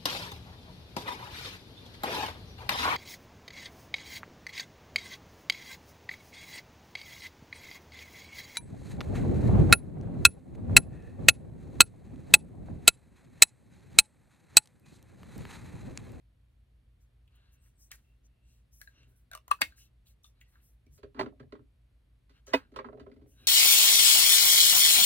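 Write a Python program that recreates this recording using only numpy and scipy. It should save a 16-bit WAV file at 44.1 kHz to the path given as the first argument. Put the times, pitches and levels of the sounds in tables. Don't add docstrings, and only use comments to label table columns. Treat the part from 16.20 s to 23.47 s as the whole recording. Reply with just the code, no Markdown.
import sys
import numpy as np
from scipy import signal
from scipy.fft import rfft, irfft, next_fast_len
from scipy.io import wavfile
from scipy.ndimage import uniform_filter1d

SR = 44100
rng = np.random.default_rng(int(sys.argv[2]) if len(sys.argv) > 2 else 0)


def log_audio(samples):
    frames = np.atleast_2d(samples).T
    limited = np.clip(frames, -1, 1)
    pcm = np.round(limited * 32767).astype(np.int16)
    wavfile.write(sys.argv[1], SR, pcm)


def convert_level_to_amplitude(level_db):
    exponent = np.asarray(level_db, float) / 20
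    return 10 ** exponent


N = 320607

# f/Hz, level/dB, t60/s
SHELF_MODES = [(270, 3.5, 0.041), (405, 1, 0.077), (524.3, -3, 0.075), (593, 0.5, 0.035), (685.3, -2, .065)]
# f/Hz, density/dB per Hz
CLATTER_SPECTRUM = [(410, -69.5), (800, -8.5), (1200, -4.5), (2020, -8), (2220, -11), (2560, -13),
                    (4500, -15.5), (5200, -26), (13000, -40.5), (16000, -77)]


def evened(x):
    return x / np.sqrt(np.mean(x ** 2) + 1e-20)


def peaked(x):
    return x / (abs(x).max() + 1e-20)


def read(points, hz):
    f, value = np.transpose(points)
    return np.interp(np.log(hz + 1), np.log(f + 1), value)


def add(mix, s, sound):
    part = mix[..., round(s * SR):][..., :sound.shape[-1]]
    part += sound[..., :part.shape[-1]]


def coloured(x, gain_at):
    size = next_fast_len(x.shape[-1])
    gain = gain_at(np.fft.rfftfreq(size, 1 / SR))
    return irfft(rfft(x, size) * gain, size)[..., :x.shape[-1]]


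def highpassed(x, order, hz):
    return signal.sosfilt(signal.butter(order, hz, "high", fs=SR, output="sos"), x)


def ring(modes, contact_ms, rough=0.83, size=6000):
    t = np.arange(2 * size // 3) / SR
    hz, db, t60 = np.transpose(modes)[..., None]
    split = rng.uniform(1.0, 1.04, hz.shape)
    u = 1000 * t / max(contact_ms, .1)
    grit = evened(uniform_filter1d(rng.standard_normal(size), size=24))
    complex_grit = (grit + 1j * grit[::-1])[:len(t)]
    blow = (1 + rough * complex_grit) * (1 - np.exp(-4 * u)) * np.exp(-u)
    decay = convert_level_to_amplitude(-60 / SR / np.maximum(t60[:, 0], .005))
    swell = np.array([signal.lfilter([1], [1, -r], blow) for r in decay])
    start = np.exp(2j * np.pi * 1000 * split)
    pair = np.exp(2j * np.pi * hz * t) + 0.46 * np.exp(2j * np.pi * hz * split * t)
    rung = (swell * start * pair).imag
    rung *= convert_level_to_amplitude(db) / abs(rung).max(axis=1, keepdims=True)
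    faded = rung.sum(axis=0) * np.cos(np.pi / 2 * t / t[-1])
    return np.pad(peaked(faded), (0, size - len(t)))


def crack(t60, gain_at, rise_ms=.3, size=6000):
    t = np.arange(size) / SR
    start = 1 - np.exp(-1000 * t / max(rise_ms, .05))
    noise = coloured(rng.standard_normal(size), gain_at)
    return peaked(noise * start * convert_level_to_amplitude(-60 * t / max(t60, .002)))


def bright(hz):
    return 1 / (1 + (2500 / (hz + 1)) ** 2)


def around(centre_hz, octaves):
    return lambda hz: np.exp(-.5 * (np.log2((hz + 1) / centre_hz) / octaves) ** 2)


def snick(fizz_db=-18):
    return crack(0.0045, bright, rise_ms=0.53) + convert_level_to_amplitude(fizz_db) * crack(0.19, bright)


def patchy(depth_db):
    z = signal.stft(rng.standard_normal(N), nperseg=256)[2]
    patches = uniform_filter1d(rng.standard_normal(z.shape), size=6, axis=0)
    patches = uniform_filter1d(patches, size=22, axis=1)
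    return signal.istft(z * convert_level_to_amplitude(depth_db * evened(patches)), nperseg=256)[1][:N]


def strokes(rows):
    gains = np.zeros((2, N))
    for s, length, share, db, second_db in rows:
        progress = np.arange(0, length, 1 / SR) / length
        turn = np.interp(progress, [0, np.clip(share, .03, .97), 1], [0, .5, 1])
        add(gains, s, convert_level_to_amplitude(np.array([[db], [db + second_db]])) * abs(np.sin(np.pi * turn)) ** 3.2)
    return gains


def snaps():
    # t/s, peak/dB, crack/dB, scrape before it/dB, body noise/dB
    snap_rows = [
        (3.3138, -11.5, -20.5, -37.5, -32),
        (3.4177, -13, -13.5, -28.5, -20.5),
    ]
    # f/Hz, level/dB, t60/s
    snap_modes = [
        [(429.5, -34.5, .03), (660, -34, .03), (1147, 0, .03), (1040, -16.5, .03), (1553, -19.5, .04),
         (2720, -15.5, 0.024), (1266.6, -19.5, 0.024), (1670, -17.5, 0.028), (2580, -13, 0.028),
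         (4150, -22, 0.016), (8900, -17, 0.01)],
        [(274, -14.5, 0.046), (600, -17.5, 0.03), (1080, -5, 0.012), (1674, -0.5, 0.031), (1890, -3, .06),
         (2155, -6, 0.11), (2590, 2.5, .025), (3760, -9.5, 0.027), (4550, -1, 0.029), (8560, -8, 0.016)],
    ]
    snap_low_hz = [300, 170.9]
    contacts_ms = (.9, .43)
    out = np.zeros(N)
    for row, modes, low_hz, contact_ms in zip(snap_rows, snap_modes, snap_low_hz, contacts_ms):
        s, db, crack_db, scrape_db, body_db = row
        scrape = crack(0.013, around(4200, 1.0), size=441)[::-1]
        snap = convert_level_to_amplitude(db) * ring(modes, contact_ms, rough=.25) + convert_level_to_amplitude(crack_db) * snick(fizz_db=-26.5)
        snap = snap + convert_level_to_amplitude(body_db) * crack(0.058, around(2200, 0.71))
        whole = np.concatenate([convert_level_to_amplitude(scrape_db) * scrape, snap])
        add(out, s - .01, highpassed(whole, 8, low_hz))
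    return out


def ticks():
    # t/s, peak/dB, main ring f/Hz, crack above ring/dB, dull body above ring/dB
    tick_rows = [(1.077, -84, 2600, 17, 18), (1.159, -78, 1240, 5, -8), (1.46, -72, 1840, -18, -2),
                 (1.716, -47.5, 2300, 17, -1), (1.7175, -49, 1630, -19, 4), (2.615, -44, 1670, 6, -12),
                 (2.674, -46.5, 1618, -19, -31), (2.831, -64, 2720, -4.5, 0), (3.522, -60.5, 1593, -3, -3),
                 (3.58, -65.5, 1633, -1, 0), (3.867, -72.5, 3660, -5, 8), (4.043, -54.5, 3600, -17, -3),
                 (4.045, -61, 1200, -23, -8), (4.212, -53, 2800, -25, -12), (4.2125, -58, 1960, -19, 2),
                 (4.064, -64, 3510, -25, -14), (4.402, -80, 2300, -10, 7), (4.355, -67.5, 1240, -23, 8.5),
                 (4.666, -66.5, 2273, -1.5, -20), (6.289, -65, 1050, 4, -10), (6.268, -62, 3060, 11, -11),
                 (6.288, -68, 3050, 0, -10), (3.388, -70, 1092, -21, 11.5), (5.229, -63, 1684, -26, -12),
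                 (6.915, -64.5, 2020, -24.5, -14.5), (6.966, -68, 2000, -25, -16.5)]
    # t/s, peak/dB, f/Hz, crack/dB, dull body/dB
    ratchet_rows = [
        (3.1145, -43.5, 1544, 3, -8),
        (3.1335, -41.5, 1460, 2.5, -6.5),
        (3.1505, -35.5, 1180, 3.5, -13.5),
        (3.175, -47.5, 1140, 1.5, -5),
        (3.28, -49, 1040, 7.5, 0),
        (3.41, -40.5, 555, 6.5, 2),
        (3.414, -30.5, 900, 8.5, -3.5),
    ]
    # multiple of main ring [1], level/dB
    overtones = [(1.001, -3.5), (2.45, -14)]
    kinds = (tick_rows, .3, -24, .04, -18), (ratchet_rows, 1.1, -16, .02, -33)
    out = np.zeros(N)
    for rows, octaves, barrel_db, t60, fizz_db in kinds:
        for s, db, hz, crack_db, dull_db in rows:
            modes = [(hz * k, d, t60 / k) for k, d in overtones] + [(660, barrel_db, .03)]
            body = ring(modes, 1, rough=25 * t60)
            dull = crack(t60, around(1.05 * hz, octaves), rise_ms=.8)
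            tick = convert_level_to_amplitude(db) * (body + convert_level_to_amplitude(dull_db) * dull + convert_level_to_amplitude(crack_db) * snick(fizz_db))
            add(out, s, highpassed(tick, 2, hz * 2 ** (-2 * octaves) / 1.1))
    return out


def rubbing():
    # start t/s, length/s, fastest at share [0-1], fine hiss/dB, coarse above fine/dB
    rub_rows = [(.29, .07, 0.5, -99, -2), (.79, 0.1, 0.3, -86.5, 0.5), (1.145, 0.041, 0.3, -79, -9),
                (1.3, 0.094, 0.4, -76.5, -9), (1.385, 0.2, 0.31, -79, -6), (1.555, 0.18, 0.38, -70.5, -1.5),
                (1.71, 0.061, 0.76, -66, -5), (1.8, 0.29, 0.1, -90.5, -3), (2.02, 0.066, 0.7, -83.5, 3.5),
                (2.2, 0.28, 0.46, -83.5, -0.5), (2.5, 0.32, 0.15, -70, -4.5), (2.86, 0.16, 0.2, -83, -10),
                (2.95, 0.15, 0.1, -79, -14), (3.545, 0.18, 0.23, -66.5, -5), (3.84, 0.13, 0.3, -72.5, -5),
                (4.03, 0.13, 0.04, -72, -3.5), (4.205, 0.055, 0, -74.5, -11), (4.27, 0.24, 0.07, -81.5, -7),
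                (4.395, 0.22, 0.23, -73, -12), (4.68, 0.15, 0.52, -72.5, -3.5),
                (6.26, 0.11, 0.08, -77.5, 11.5), (7.04, 0.19, 0.34, -74, -10.5),
                (7.14, 0.24, 0.33, -77, -12)]
    # start t/s, length/s, fastest at share [0-1], low resonance/dB, high above low/dB
    twist_rows = [(1.06, 0.65, 0.15, -81.5, -1.5), (1.4, 0.087, 0.95, -82, -5),
                  (1.7, 0.026, 0.79, -59.5, 2), (1.715, 0.065, 0.5, -68, -10), (1.76, 0.07, 0.4, -78, -7),
                  (2.598, 0.027, 0.62, -69.5, -8), (3.11, 0.083, 0.34, -57.5, -12),
                  (1.82, 0.15, 0.2, -94, 3), (2.18, 0.29, 0.45, -96, 12.5), (2.62, 0.18, 0.53, -84.5, 1),
                  (2.69, 0.32, 0.3, -79, 2.5), (3.45, 0.19, 0.23, -77, -2), (3.54, 0.18, 0.43, -88, 13.5),
                  (3.855, 0.13, 0, -87.5, 7.5), (4.045, 0.079, 0, -94, 16.5),
                  (4.215, 0.18, 0.22, -93, 10.5), (4.31, 0.22, 0.12, -79.5, -5),
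                  (6.085, 0.15, 0.59, -77, 0.5), (6.265, 0.3, 0.06, -64, -6.5),
                  (7.12, 0.41, 0.26, -74.5, 2.5), (4.12, 0.14, 0.48, -87, 0)]
    # f/Hz, density/dB per Hz
    skin_spectrum = [(4880, 26), (5600, 4.5), (9000, -15.5), (13000, -22), (15900, -20.5), (16500, -31)]
    # f/Hz, width/Hz, level/dB
    tube_modes = [(1250, 400, -8), (1600, 140, 0), (2190, 100, -4), (2700, 110, 2), (3000, 300, -7),
                  (4050, 300, -6)]

    def skin(hz):
        return convert_level_to_amplitude(read(skin_spectrum, hz))

    def upper(hz):
        return 1 / (1 + (9300 / (hz + 1)) ** 12)

    def lower(hz):
        ridge = 1 + 1.6 / (1 + ((hz - 8300) / 350) ** 2)
        return skin(hz) * ridge * (1 - upper(hz)) / (1 + (5700 / (hz + 1)) ** 24)

    def hollow(hz):
        return sum(convert_level_to_amplitude(db) / (1 + (2 * (hz - f) / w) ** 2) ** 0.49 for f, w, db in tube_modes)

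    fine = coloured(patchy(2.7), lambda hz: skin(hz) * upper(hz))
    coarse = coloured(patchy(3.2), lower)
    low = coloured(patchy(0.86), lambda hz: hollow(hz) / (1 + (hz / 2300) ** 10))
    high = coloured(patchy(2.8), lambda hz: hollow(hz) / (1 + (2300 / (hz + 1)) ** 10))
    hiss = strokes(rub_rows) * [evened(fine), evened(coarse)]
    whisper = strokes(twist_rows) * [evened(low), evened(high)]
    return (hiss + whisper).sum(axis=0)


def squeaks():
    squeak_rows = [(1.249, 0.28, -87, 2720, 120), (1.37, 0.15, -82.5, 8400, 800),
                   (1.537, .18, -78.5, 8240, 800), (1.823, 0.15, -84, 2720, 120),
                   (2.006, 0.44, -89, 2720, 220), (2.218, 0.18, -88, 8000, 600),
                   (2.721, 0.14, -75.5, 2780, 300), (2.728, 0.12, -84, 5730, 500),
                   (2.85, 0.18, -88, 1520, 150), (3.555, 0.16, -84, 2700, 150),
                   (4.239, 0.074, -84, 1955, 120), (7.13, 0.22, -76, 1570, 150),
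                   (7.149, 0.15, -76, 3900, 250), (7.2, 0.089, -82.5, 5400, 600),
                   (7.2, 0.11, -77, 2464, 120), (7.101, 0.062, -83, 2880, 500)]
    out = np.zeros(N)
    for s, length, db, hz, width in squeak_rows:
        air = rng.standard_normal(SR // 2)
        tone = evened(coloured(air, lambda f: 1 / (1 + (2 * (f - hz) / width) ** 2)))
        tone = tone[:round(length * SR)]
        add(out, s, convert_level_to_amplitude(db) * tone * np.sin(np.linspace(0, np.pi, len(tone))))
    return out


def slams():
    # t/s, peak/dB, contact/ms, clatter above ring/dB
    slam_rows = [
        (4.993, -21, 2.3, -12.5),
        (5.0105, -22.5, 0.81, -14.5),
        (6.3345, -12.5, 5.5, -9),
        (6.353, -23, 0.8, -26),
    ]
    # f/Hz, level/dB, t60/s
    slam_modes = [
        [(270, -3, 0.12), (385.8, 1, 0.15), (537, -19, 0.047), (619, 2, 0.046), (890, 0, 0.044),
         (1008, 0.5, 0.061), (1370, -12, 0.051), (1600, -11, 0.056), (1730, -6, 0.041), (1960, -2, 0.036),
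         (2300, -16, 0.047), (2700, -16, 0.085), (3540, -24, 0.053), (4340, -18.5, 0.057)],
        [(273.5, 1, 0.089), (400, 1, 0.045), (507.3, 0, 0.076), (652.7, 5, 0.035), (900, 0, 0.03),
         (967, -1, 0.047), (1091, -9.5, 0.035), (2940, -8.5, .04), (1588, -12.5, 0.05), (1704, -17, .04),
         (1987, 4.5, 0.03), (2528, -7.5, 0.087), (3620, -9.5, 0.042), (5230, -14, .02)],
    ]
    out = np.zeros(N)
    for k, (s, db, contact_ms, clatter_db) in enumerate(slam_rows):
        jar = k // 2
        clatter = crack(0.099, lambda hz: convert_level_to_amplitude(read(CLATTER_SPECTRUM, hz)), rise_ms=0.24)
        slam = ring(slam_modes[jar], contact_ms, rough=1.0) + convert_level_to_amplitude(clatter_db) * clatter
        slam = slam + convert_level_to_amplitude((-38, -29)[jar]) * crack(0.13, bright)
        add(out, s, convert_level_to_amplitude(db) * peaked(slam))
    return highpassed(out, 4, 215)


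def knocks(rows, tones):
    # f/Hz, level/dB, t60/s
    jar_modes = [(898, -1.5, 0.015), (1067.6, 2, 0.015), (1326, -1.5, 0.055), (1647, -4, 0.03),
                 (1976, 1, 0.016), (2623, -14, 0.0341), (3060, -13, 0.034), (4510, -13.5, 0.017)]
    board_filter = signal.butter(4, 850, fs=SR, output="sos")
    out = np.zeros(N)
    for (s, db, thud_db, contact_ms, tilt_db), struck_hz in zip(rows, tones):
        def tilt(hz):
            return tilt_db * np.log2(hz / 1500 + 0.0045)

        def reach(hz):
            return -17 * abs(np.log2(hz / struck_hz))

        modes = [(hz, d + tilt(hz) + rng.normal(0, 3), t60) for hz, d, t60 in jar_modes]
        jars = ring(modes, .4 * contact_ms, rough=1.2)
        rattle = crack(0.009 * contact_ms, lambda hz: convert_level_to_amplitude(read(CLATTER_SPECTRUM, hz) + tilt(hz)), rise_ms=0.18)
        tick = convert_level_to_amplitude(-32 + tilt_db - .8 * thud_db) * crack(.03, bright)
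        modes = [(hz, d + reach(hz) + rng.normal(0, 1), t60) for hz, d, t60 in SHELF_MODES]
        board = signal.sosfilt(board_filter, ring(modes, 0.71 * contact_ms, rough=1.0))
        add(out, s, convert_level_to_amplitude(db) * (convert_level_to_amplitude(thud_db) * board + peaked(jars + convert_level_to_amplitude(0.5) * rattle + tick)))
    return highpassed(out, 6, 215)


def shelf():
    # t/s, clatter peak/dB, thud above clatter/dB,
    # contact/ms, brightness/dB per octave
    knock_rows = [(4.664, -71.5, 13.5, 2.6, 15), (4.778, -61.5, 3, 14, 5), (4.831, -49, 9, 9.1, -0.5),
                  (4.946, -53.5, 9.5, 9.1, -1.5), (4.964, -52, 11.5, 100, -4.5), (4.987, -47, -6, 2.6, -6),
                  (5.031, -39.5, 5, 4.6, -12), (5.06, -42, 6.5, 5, -6), (5.124, -60, 5, 6.9, -30),
                  (5.198, -51.5, 9, 7, -2.5), (5.235, -62.5, 12, 1.8, -17), (5.3235, -45.5, 8.5, 5.6, -0.5),
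                  (5.353, -53, 0, 5.9, -5), (5.392, -61.5, 9, 6.5, -6.5),
                  (6.094, -61, -0.5, 17, 4), (6.269, -55, 9, 26, 7), (6.329, -45, -3, 3, -2),
                   (6.37, -43, -10.5, 17.5, -4.5), (6.54, -59.5, 0, 11, -1.5), (6.662, -58, 9.5, 7, -1.5),
                   (6.744, -63, 19.5, 4.8, -12), (7.059, -74, 17.5, 4.7, 1), (6.518, -63, 15, 9.6, 4.5),
                   (6.561, -36.5, -3.5, 8.3, 1.5), (6.589, -33, -5.5, 6.8, -6),
                   (6.645, -40, -4.5, 8.7, -10), (6.687, -44.5, 3, 4.2, -11.5), (6.724, -58.5, 12, 11, -9),
                   (6.773, -58.5, 11, 11, -4.5), (6.797, -52, 9.5, 11.3, 0), (6.864, -55, 12.5, 9.3, -6.5),
                   (6.915, -62.5, 16, 9.4, -1), (6.962, -69.5, 18.5, 9.8, 2), (7.013, -69, 18, 17, 0)]
    favoured_hz = [260, 445, 405, 276, 270, 450, 300, 331, 660, 323, 276, 334, 327, 265, 300, 471, 448, 293,
                   400, 292, 405, 390, 310, 476, 470, 352, 444, 540, 540, 282, 383, 280, 289, 300]
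    # start t/s, length/s, fastest at share [0-1], frame boom/dB, board rumble above boom/dB
    drag_rows = [(2.68, 0.34, 0.45, -70, -7), (4.63, 0.14, 0.72, -59.5, -35), (4.8, 0.14, 0.32, -59.5, -23),
                 (4.94, 0.2, 0.34, -51.5, 5), (5.14, .2, 0.4, -57.5, -10), (5.36, 0.091, 0.55, -59.5, -11),
                 (6.26, 0.43, 0.19, -61.5, -8.5), (6.52, 0.18, 0.31, -63.5, 7.5),
                 (6.63, 0.29, 0.12, -64.5, 8.5), (6.76, 0.076, 0.9, -58.5, -2),
                 (6.83, 0.17, 0.27, -66, 5.5), (6.97, 0.36, 0, -64.5, -5.5), (7.14, 0.18, 0.62, -68.5, 0)]

    def board(hz):
        return sum(convert_level_to_amplitude(d - 10.5 * np.log2(f / 400)) / (1 + ((hz - f) * t60 / 2.3) ** 2)
                   for f, d, t60 in SHELF_MODES)

    struck = knocks(knock_rows, favoured_hz)
    low, drag, slips = rng.standard_normal((3, N))
    boom = coloured(low, lambda hz: 1 / (1 + ((hz - 105) / 40) ** 4))
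    unevenness = np.clip(evened(uniform_filter1d(slips, size=500)), -3, 1.5)
    rumble = coloured(drag * convert_level_to_amplitude(4.5 * unevenness), board)
    return struck + (strokes(drag_rows) * [evened(boom), evened(rumble)]).sum(axis=0)


def late_knocks():
    # t/s, clatter peak/dB, thud above clatter/dB, contact/ms, brightness/dB per octave
    late_knock_rows = [
        (6.73, -56.5, 5.6, 4, -6),
        (6.833, -69, 12, 3.5, -6),
        (6.898, -65, 6.1, 3.3, 2),
        (6.94, -69, 8, 4.3, 6),
        (6.996, -75, 6.7, 4, 0),
    ]
    late_knock_tones_hz = [550, 550, 554, 400, 576]
    return knocks(late_knock_rows, late_knock_tones_hz)


def bumps():
    # t/s, peak/dB, f/Hz, t60/s
    bump_rows = [
        (3.42, -57.5, 140.2, .08),
        (4.671, -56, 72.5, 0.18),
        (4.83, -52, 74.5, .15),
        (5.001, -47.5, 184, 0.092),
        (5.329, -59, 186, 0.065),
        (3.46, -55.5, 74.8, .2),
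        (6.363, -57, 79, 0.15),
        (6.96, -56.5, 70, 0.42),
    ]
    out = np.zeros(N)
    for s, db, hz, t60 in bump_rows:
        add(out, s, convert_level_to_amplitude(db) * ring([(hz, 0, t60)], 6.7, rough=0.34, size=13500))
    return out


def ports(x, phase, balance):
    def pair(hz):
        half = convert_level_to_amplitude(read(balance, hz) / 2) * np.exp(.5j * read(phase, hz))
        return np.array([half, 1 / half]) / np.maximum(abs(half + 1 / half) / 2, .5)
    return coloured(x, pair)


def closet(x):
    # f/Hz, t60/s
    closet_t60 = [(200, 0.25), (1000, 0.085), (3000, 0.14), (8000, 0.1), (16000, 0.06)]
    taps = np.zeros((2, SR // 2))
    at = np.arange(200, SR // 2 - 20, 20)
    at = at + rng.integers(0, 20, (2, (SR // 2 - 201) // 20))
    np.put_along_axis(taps, at, rng.choice([-1., 1.], at.shape), 1)
    hz, t, z = signal.stft(taps, SR, nperseg=256)
    tail = signal.istft(z * convert_level_to_amplitude(-60 * t / read(closet_t60, hz)[:, None]), SR, nperseg=256)[1]
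    tail[1] = 0.4 * tail[0] + 1.1 * tail[1]
    return signal.fftconvolve(x[None], tail / np.linalg.norm(tail[0]), axes=1)[:, :N]


def background():
    # f/Hz, level/dB rms, start phase/turns
    hum_lines = [(52.79, -65.8, .47), (59.28, -67, .91), (119.99, -74.5, .52)]
    # t/s, f/Hz, level/dB rms
    engine_path = [(0, 95, -80), (.2, 91.3, -69.5), (.6, 83.9, -77.5), (1.55, 83, -72), (1.9, 82, -100)]
    # f/Hz, density/dB per Hz
    air_spectrum = [(20, -19.5), (44, -7.5), (66, -9), (82, -12), (124, -17), (147, -21.5), (258, -27.5),
                    (372, -34.5), (690, -39), (794, -43), (2060, -44), (3830, -47.5), (16500, -61.5)]
    # f/Hz, level/dB
    capsule_shape = [(4300, -2.1), (4900, -1), (5600, -6), (7000, -5.5), (10000, 1.5), (13600, 0),
                     (14600, -8.5), (16000, -11.5)]
    # f/Hz, left-right likeness [-1 to 1]
    air_likeness = [(60, 0.85), (130, 0.88), (290, 0.3), (640, 0.2), (1410, 0.47), (3100, 0.03),
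                    (6820, 0.93), (15000, 0.68)]
    air_db = -67.5

    def density(hz):
        return convert_level_to_amplitude(read(air_spectrum, hz) + read(capsule_shape, hz))

    def side_density(hz):
        same = np.clip(read(air_likeness, hz), -.9, .999)
        return density(hz) * np.sqrt((1 - same) / (1 + same))

    t = np.arange(N) / SR
    waver = uniform_filter1d(rng.standard_normal((3, N)), size=9000)
    waver = evened(uniform_filter1d(waver, size=9000))
    hum = np.zeros(N)
    for (hz, db, turns), w in zip(hum_lines, waver):
        hum += np.sqrt(2) * convert_level_to_amplitude(db + 0.5 * w) * np.sin(2 * np.pi * (hz * t + turns))
    s, pitch_hz, engine_db = np.transpose(engine_path)
    engine_turns = np.cumsum(np.interp(t, s, pitch_hz)) / SR
    hum += np.sqrt(2) * convert_level_to_amplitude(np.interp(t, s, engine_db)) * np.sin(2 * np.pi * engine_turns)
    one, other = rng.standard_normal((2, N))
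    mid, side = coloured(one, density), coloured(other, side_density)
    return hum + convert_level_to_amplitude(air_db) * np.array([mid + side, mid - side]) / np.std(mid)


def scene():
    # f/Hz, left lead/rad
    hands_phase = [(0, -0.5), (900, 2), (1140, 1), (1550, 1.87), (2600, 0.82), (6200, 3.5), (9000, 1.3),
                   (16500, 1)]
    cap_phase = [(0, 0.5), (1030, 0.2), (1550, 5.5), (1810, 8.5), (2760, 7.5), (3100, 9.5), (4050, 5.5),
                 (4740, 10.5), (5250, 10), (5680, 12), (6030, 11), (6370, 10.5), (12100, 11.5), (16500, 12)]
    shelf_phase = [(0, 0), (690, 0.3), (1460, -4.7), (2070, -5.9), (2840, -3.7), (3360, -7.2), (3620, -6.1),
                   (4390, -9.7), (5340, -9.3), (6200, -8.5), (7060, -8.6), (11800, -6.3), (15800, -6.3),
                   (16500, -7.4)]
    # f/Hz, L-R level/dB
    hands_balance = [(60, -2.5), (330, 0), (500, -0.5), (800, 2), (2740, 1.5), (6400, 4), (15000, -2.5)]
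    cap_balance = [(60, 0.0), (110, 0.5), (200, 0.5), (380, -1), (700, 3.5), (1290, 6.5), (2380, 3),
                   (4400, 2.5), (8120, 0.5), (15000, 2.5)]
    shelf_balance = [(60, 1), (290, 0.5), (640, -7), (1410, -6.5), (3100, -1.5), (15000, -19)]
    shut = highpassed(snaps(), 2, 150)
    cap = highpassed(ticks(), 2, 150)
    wood = shelf()
    room = closet(convert_level_to_amplitude(-8) * cap + convert_level_to_amplitude(-14.5) * shut + convert_level_to_amplitude(-7.5) * wood) + background() + bumps()
    hands = ports(cap + rubbing() + squeaks(), hands_phase, hands_balance)
    snapped = ports(shut, cap_phase, cap_balance)
    right = ports(wood + slams() + late_knocks(), shelf_phase, shelf_balance)
    return hands + snapped + right + room


def band_limit(x):
    return signal.sosfilt(signal.butter(12, 16840, fs=SR, output="sos"), x)


def record(dry):
    edge_hz, dip_hz = 16300, 4930

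    def band(hz):
        dip = 1 - .9 / (1 + ((hz - dip_hz) / 90) ** 2)
        return np.clip((edge_hz - hz) / 500, 0, 1) / np.sqrt(1 + (42 / (hz + 1)) ** 6) * dip

    mid, side = (dry[0] + dry[1]) / 2, (dry[0] - dry[1]) / 2
    side = coloured(side, lambda hz: 1 / np.sqrt(1 + (hz / 10000) ** 5 + (130 / (hz + 1)) ** 4))
    mix = coloured(np.array([mid + side, mid - side]), band)
    return band_limit(mix)


dry = scene()
out = record(dry)
log_audio(out)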